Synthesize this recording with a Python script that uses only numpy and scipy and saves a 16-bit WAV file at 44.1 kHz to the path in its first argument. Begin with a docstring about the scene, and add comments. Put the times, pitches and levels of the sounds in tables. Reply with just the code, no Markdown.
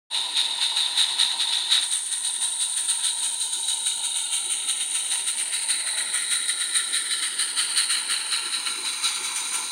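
"""Live-steam garden locomotive

A small engine pulls its carriages towards one microphone, at about six chuffs a second. Turbulent steam
leaks and puffs through blast pipe and chimney, spitting droplets; the burner roars softly and the wheels
rumble over a faint, distant drone. Reflections from the ground, a wall and a wooden fence interfere with
the direct sound, so that its colour sweeps as the engine comes nearer."""
import sys
import numpy as np
from scipy import signal
from scipy.fft import rfft, irfft
from scipy.io import wavfile
from scipy.ndimage import uniform_filter1d, map_coordinates

SR = 44100
rng = np.random.default_rng(int(sys.argv[2]) if len(sys.argv) > 2 else 0)


def generate_wav(signal):
    """Clip the signal to [-1, 1] and save it as 16-bit WAV at the path in sys.argv[1]."""
    frames = np.transpose(np.atleast_2d(signal))
    scaled = np.clip(frames, -1, 1) * 32767
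    pcm = np.round(scaled).astype(np.int16)
    wavfile.write(sys.argv[1], SR, pcm)


N = 428211
TIME = np.arange(N) / SR

# spectra of the drone, rolling wheels, joint knocks and burner: (frequency [Hz], level [dB])
DRONE_SPECTRUM = [(22, -20), (45, -25), (70, -15), (95, -8), (113, -1.5), (130, -12), (200, -12)]
RUMBLE_SPECTRUM = [(60, -42), (110, -45), (140, -18), (190, -5.5), (300, 0), (370, 1), (500, -4.5),
                   (700, -14.5), (1300, -42), (3000, -23)]
KNOCK_SPECTRUM = [(130, -21), (240, -11), (350, 14), (430, 4), (700, -20), (1400, -26)]
BURNER_SPECTRUM = [(450, -21.5), (680, -12.5), (800, -7), (920, 2.5), (1010, -1.5), (1150, -17),
                   (1600, -28)]
# spectra of the five voices of the exhaust: (frequency [Hz], level [dB])
GUSH_SPECTRUM = [(700, -27.5), (1130, -16), (1380, 2), (1600, -4.5), (1870, 3), (2300, 0), (2650, -2.5),
                 (3050, 4), (3400, -2.5), (4000, -31)]
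HISS_SPECTRUM = [(4300, -8), (4950, -12.5), (5500, -8), (6300, -0.5), (6900, 2.5), (7300, -7.5),
                 (8000, -24)]
SPRAY_SPECTRUM = [(9500, -10), (10600, -6), (11400, -6.5), (12700, -3), (14000, -6.5), (16000, -8)]
CHIMNEY_SPECTRUM = [(2700, -13), (3400, -13.5), (3650, 1), (3850, 2), (4080, -2.5), (4400, -9.5),
                    (4800, -16.5), (5700, -28)]
NOZZLE_SPECTRUM = [(6800, -29), (7500, -20), (8100, -10), (8650, -4.5), (9020, 2.5), (9350, -4.5),
                   (9900, -15), (10600, -23), (11400, -42), (14000, -49)]
# wheels meeting rail joints: (time [s], relative level [dB])
JOINT_KNOCKS = [(3.581, -50), (4.486, -48), (7.225, -55.5), (8.457, -42.5), (8.795, -43), (9.226, -48.5)]
# exhaust beats, four to a wheel turn: (crest time [s], relative level [dB], added chimney ring [dB])
EXHAUST_BEATS = [(.151, -24, 3.5), (0.375, -20, 3), (.625, -19, 2), (.778, -20.5, 2), (0.987, -16, -1),
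                 (1.205, -16.5, 0.5), (1.411, -19, 1), (1.534, -19, 1), (1.725, -14.5, 0.5),
                 (1.925, -19.5, 3), (2.13, -20.5, 3.5), (2.255, -21, 6), (2.428, -19.5, 2),
                 (2.617, -18.5, 2.5), (2.78, -18.5, -1.5), (2.9, -17.5, 1.5), (3.049, -17.5, 4.5),
                 (3.239, -19.5, -2.5), (3.42, -20.5, 0.5), (3.537, -22, 0), (3.693, -19.5, 0),
                 (3.87, -19, -1.5), (4.049, -21, -1), (4.168, -20, -4), (4.336, -18, -7), (4.514, -19, -6),
                 (4.696, -16.5, -1), (4.812, -20, -1.5), (4.957, -18, -2.5), (5.122, -17.5, 2),
                 (5.283, -17, -0.5), (5.391, -19, -1), (5.541, -18.5, 2), (5.704, -16.5, 0.5),
                 (5.876, -19, -1.5), (5.984, -18, -4.5), (6.149, -17, -9.5), (6.323, -15.5, -3),
                 (6.494, -19.5, 1.5), (6.613, -20, -1), (6.761, -18, -0.5), (6.945, -17, 1),
                 (7.12, -19.5, 4), (7.235, -19, 2), (7.401, -18.5, 2), (7.589, -16.5, 2.5), (7.78, -14, 2),
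                 (7.911, -16, -2), (8.109, -19, 0.5), (8.327, -21, 4), (8.541, -24, 6), (8.67, -23.5, 2.5),
                 (8.862, -24, 4), (9.049, -21, 5.5), (9.249, -23, -0.5), (9.371, -20.5, -7),
                 (9.544, -19.5, -10)]
# slow swells of three voices: (time [s], gush gain [dB], hiss gain [dB], burner gain [dB])
VOICE_SWELLS = [(0, 1, -0.5, 2.5), (1.9, 2.5, 0.5, -0.5), (2.5, 0.5, 0, 2.5), (3.05, 3, 1.5, 0.5),
                (3.55, -1, 6, -1), (4.5, 2, -1, -0.5), (5.1, -0.5, 0.5, 2), (5.9, 0.5, -5.5, 6.5),
                (6.4, 0.5, -2, 2), (7.5, 0.5, -4, -0.5), (8.3, 3, -1.5, 0.5), (9.1, 2.5, 8.5, 1.5),
                (9.7, -1.5, 7.5, 3.5)]
# the engine's approach: (time [s], nearness [0 far, 1 close], ground reflection lag [ms], its gain [ratio])
APPROACH_PATH = [(0, 0.076, 0.24, 0.1), (2, 0.026, 0.21, 0.39), (3.5, 0.24, 0.25, 0.6),
                 (4.3, .31, 0.27, 0.72), (5.3, 0.48, 0.34, 0.23), (6, 0.67, 0.52, 0.48),
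                 (7, .79, 0.5536, 0.52), (8, 0.97, 0.71, 0.18), (9.2, .99, 0.83, 0.72),
                 (9.7, 0.99, 0.81, 0.64)]
# wall, stones and fence: (far lag [ms], close lag [ms], gain [ratio to ground reflection], cutoff [Hz])
REFLECTORS = [(1.126, 1.704, 0.67, 2700), (0.88, 2.6, 0.32, 3700), (1.61, 4.45, 0.16, 4600),
              (2.5, 5.85, 0.56, 9100)]
# weak echoes off stones, shrubs and carriages: (lag after the ground reflection [ms], level [dB])
SCATTERED_ECHOES = [(2.9, -20), (7.3, -14.5), (12.6, -16.5), (21, -21), (33, -23)]

# relative voice levels: (engine labouring [dB], engine eased [dB], gain when close [dB])
DRONE_DB, RUMBLE_DB, BURNER_DB = (-76, -85, -4), (-58.5, -64.5, 9.5), (-46, -56, 8)
GUSH_DB, HISS_DB, SPRAY_DB = (-12.5, -16.5, 6.5), (-17, -15.5, -2), (-28, -25.5, 2)
CHIMNEY_DB, NOZZLE_DB = (-0.65, -11, 5.2), (-7.5, -0.95, -2.5)
# resonance centres: (far [Hz], close [Hz])
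CHIMNEY_HZ, NOZZLE_HZ = (3770, 4110), (8970, 9090)

EASE_AT_S, EASE_LENGTH_S = 1.858, 0.15  # the engine stops labouring
RISE_S, FADE_SHARE = 0.018, 0.33  # a puff rises as the valve opens and fades over a share of the gap
AFTERPUFF_SHARE, AFTERPUFF_DB, AFTERPUFF_S = 0.572, -9, 0.023  # place in gap, level re beat, half-width
LEAK_DB, LEAK_FOLLOW = -26.5, 0.32  # steam between beats; dB gained per dB of beat level


def undb(db):
    """Amplitude grows tenfold for every 20 dB."""
    return 10 ** (np.asarray(db) / 20)


def curves(table):
    """Linear interpolation turns each column after the first into a function of time."""
    times, *columns = np.transpose(table)
    return [np.interp(TIME, times, column) for column in columns]


def wander(rate_hz):
    """Random modulation of unit variance, interpolated between rate_hz values a second."""
    drift = np.interp(TIME * rate_hz, np.arange(N // 10), rng.standard_normal(N // 10))
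    return drift / np.std(drift)


def shaped(source, spectrum):
    """Source-filter principle: impose a spectrum, with skirts of 40 dB an octave, at unit rms."""
    hz, db = np.transpose(spectrum)
    octave = np.log2(np.fft.rfftfreq(N, 1 / SR) + 1)
    skirt_db = 40 * np.abs(octave - np.clip(octave, np.log2(hz[0]), np.log2(hz[-1])))
    response = undb(np.interp(octave, np.log2(hz), db) - skirt_db)
    filtered = irfft(rfft(source) * response, N)
    return filtered / np.std(filtered)


def retuned(sound, ratio):
    """Time scaling shifts all resonances by the same changing ratio."""
    return map_coordinates(sound, [np.cumsum(ratio)], order=3, mode="grid-wrap")


def delayed(sound, lag_ms):
    """Propagation delay over a longer path, whose length may change."""
    return map_coordinates(sound, [np.arange(N) - lag_ms * SR / 1000], order=3)


def reflected(sound, lag_ms, cutoff_hz):
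    """A rough surface scatters the treble away, so its reflection is dull as well as late."""
    lowpass = signal.butter(2, min(cutoff_hz, 0.45 * SR), fs=SR, output="sos")
    return delayed(signal.sosfiltfilt(lowpass, sound), lag_ms)


def voice_db(levels):
    """Gains add in decibels: one term for the engine's effort, one for its nearness."""
    labour_db, eased_db, close_db = levels
    eased = np.clip((TIME - EASE_AT_S) / EASE_LENGTH_S + 0.5, 0, 1)
    nearness = curves(APPROACH_PATH)[0]
    return labour_db + (eased_db - labour_db) * eased + close_db * nearness


def distant_drone():
    """Amplitude-modulated low noise: a faint drone that wavers, strongest at first."""
    return undb(voice_db(DRONE_DB) + 1.4 * wander(6.3)) * shaped(rng.standard_normal(N), DRONE_SPECTRUM)


def garden_reflections(sound):
    """Comb filtering: reflections interfere with the sound; the notches sweep as their lags change."""
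    nearness, ground_ms, ground_gain = curves(APPROACH_PATH)
    with_ground = sound + ground_gain * reflected(sound, ground_ms, cutoff_hz=6000)  # off gravel
    walls = sum(gain * reflected(with_ground, far_ms + (close_ms - far_ms) * nearness, cutoff_hz)
                for far_ms, close_ms, gain, cutoff_hz in REFLECTORS)
    scattered = sum(undb(db) * delayed(with_ground, ground_ms + ms) for ms, db in SCATTERED_ECHOES)
    return with_ground + ground_gain * walls + scattered


def wheels():
    """Rolling contact excites a low rumble; impacts at the rail joints add soft knocks."""
    rolling = undb(voice_db(RUMBLE_DB) + 1.6 * wander(24))
    rumble = rolling * shaped(rng.standard_normal(N), RUMBLE_SPECTRUM)
    impacts = sum(undb(db) * np.exp(-((TIME - at_s) / 0.034) ** 2) for at_s, db in JOINT_KNOCKS)
    return rumble + undb(-5) * impacts * shaped(rng.standard_normal(N), KNOCK_SPECTRUM)


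def burner():
    """Combustion noise, coloured by the resonance of the flue, makes a soft, flickering roar."""
    flame = shaped(rng.standard_normal(N), BURNER_SPECTRUM)
    _, _, swell_db = curves(VOICE_SWELLS)
    return undb(voice_db(BURNER_DB) + swell_db + 1.77 * wander(26)) * flame


def steam_flow():
    """Incoherent powers add: leak, beats and afterpuffs give the envelopes of flow and chimney ring."""
    times, levels, _ = np.transpose(EXHAUST_BEATS)
    gaps = np.append(np.diff(times), np.diff(times).mean())
    flow_power = undb(LEAK_DB + LEAK_FOLLOW * np.interp(TIME, times, levels - levels.mean())) ** 2
    ring_power = flow_power.copy()
    jitter = rng.standard_normal((len(EXHAUST_BEATS), 2))
    for (crest_s, db, ring_db), gap, (late, loud) in zip(EXHAUST_BEATS, gaps, jitter):
        span = slice(*np.searchsorted(TIME, [crest_s - 0.25, crest_s + 0.5]))
        age = TIME[span] - crest_s
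        beat = np.exp(-np.where(age < 0, (age / RISE_S) ** 2, np.abs(age / (gap * FADE_SHARE)) ** 1.5))
        after_age = age - gap * (AFTERPUFF_SHARE + 0.096 * late)
        afterpuff = undb(AFTERPUFF_DB + 2.35 * loud) * np.exp(-(after_age / AFTERPUFF_S) ** 2)
        puff = undb(db) * np.hypot(beat, afterpuff)
        flow_power[span] += puff ** 2
        ring_power[span] += (undb(ring_db) * puff) ** 2
    return np.sqrt(flow_power), np.sqrt(ring_power)


def wet_steam(eddies, spectrum, spit_db, droplets_per_s=420):
    """Jet noise modulated by eddies, plus shot noise of bursting droplets, filtered to a spectrum."""
    droplets = (rng.random(N) < droplets_per_s / SR) * rng.uniform(-1.03, 1, N)
    jet = eddies * rng.standard_normal(N)
    return shaped(jet + undb(spit_db) * droplets / np.std(droplets), spectrum)


def exhaust():
    """One turbulent flow makes a gush, a hiss and a spray, and drives chimney and nozzle resonances."""
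    nearness = curves(APPROACH_PATH)[0]
    chimney_hz, nozzle_hz = (far + (close - far) * nearness for far, close in (CHIMNEY_HZ, NOZZLE_HZ))
    gush_db, hiss_db, _ = curves(VOICE_SWELLS)
    eddies = undb(wander(330) + 0.5 * wander(70))
    gush = undb(voice_db(GUSH_DB) + gush_db) * wet_steam(eddies, GUSH_SPECTRUM, spit_db=-1)
    hiss = undb(voice_db(HISS_DB) + hiss_db) * wet_steam(eddies, HISS_SPECTRUM, spit_db=-17)
    spray = undb(voice_db(SPRAY_DB) + 0.28 * hiss_db) * wet_steam(eddies, SPRAY_SPECTRUM, spit_db=-11)
    # each resonance is shifted from the peak of its spectrum to its moving centre
    ring = retuned(wet_steam(eddies, CHIMNEY_SPECTRUM, spit_db=-9), chimney_hz / 3850)
    whistle = retuned(wet_steam(eddies, NOZZLE_SPECTRUM, spit_db=-13), nozzle_hz / 9020)
    chimney = undb(voice_db(CHIMNEY_DB)) * ring
    nozzle = undb(voice_db(NOZZLE_DB)) * whistle
    flow, ringing = steam_flow()
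    # a strong puff is fuller and wetter; the thin leak between puffs favours the nozzle's whistle
    surge = flow / np.sqrt(uniform_filter1d(flow ** 2, size=SR // 2))
    blast = (gush + hiss + spray) * surge ** 0.08 + nozzle * surge ** -0.1
    return undb(-4) * (flow * blast + ringing * chimney)


def scene():
    """Superposition at one point: engine, reflections, wheels and drone, alike in both channels."""
    roar, rolling = burner(), wheels()
    mono = garden_reflections(exhaust() + roar) + rolling + distant_drone()
    return np.array([mono, mono])


def record(dry, start_s=0.1, fade_s=0.025, cutoff_hz=15750):
    """Gating and band limiting: the sound fades in after a brief silence and loses its top treble."""
    fade_in = np.clip((TIME - start_s) / fade_s, 0, 1)
    lowpass = signal.ellip(10, 0.2, 70, cutoff_hz, fs=SR, output="sos")
    return signal.sosfilt(lowpass, dry * fade_in)


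dry = scene()
out = record(dry)
generate_wav(out)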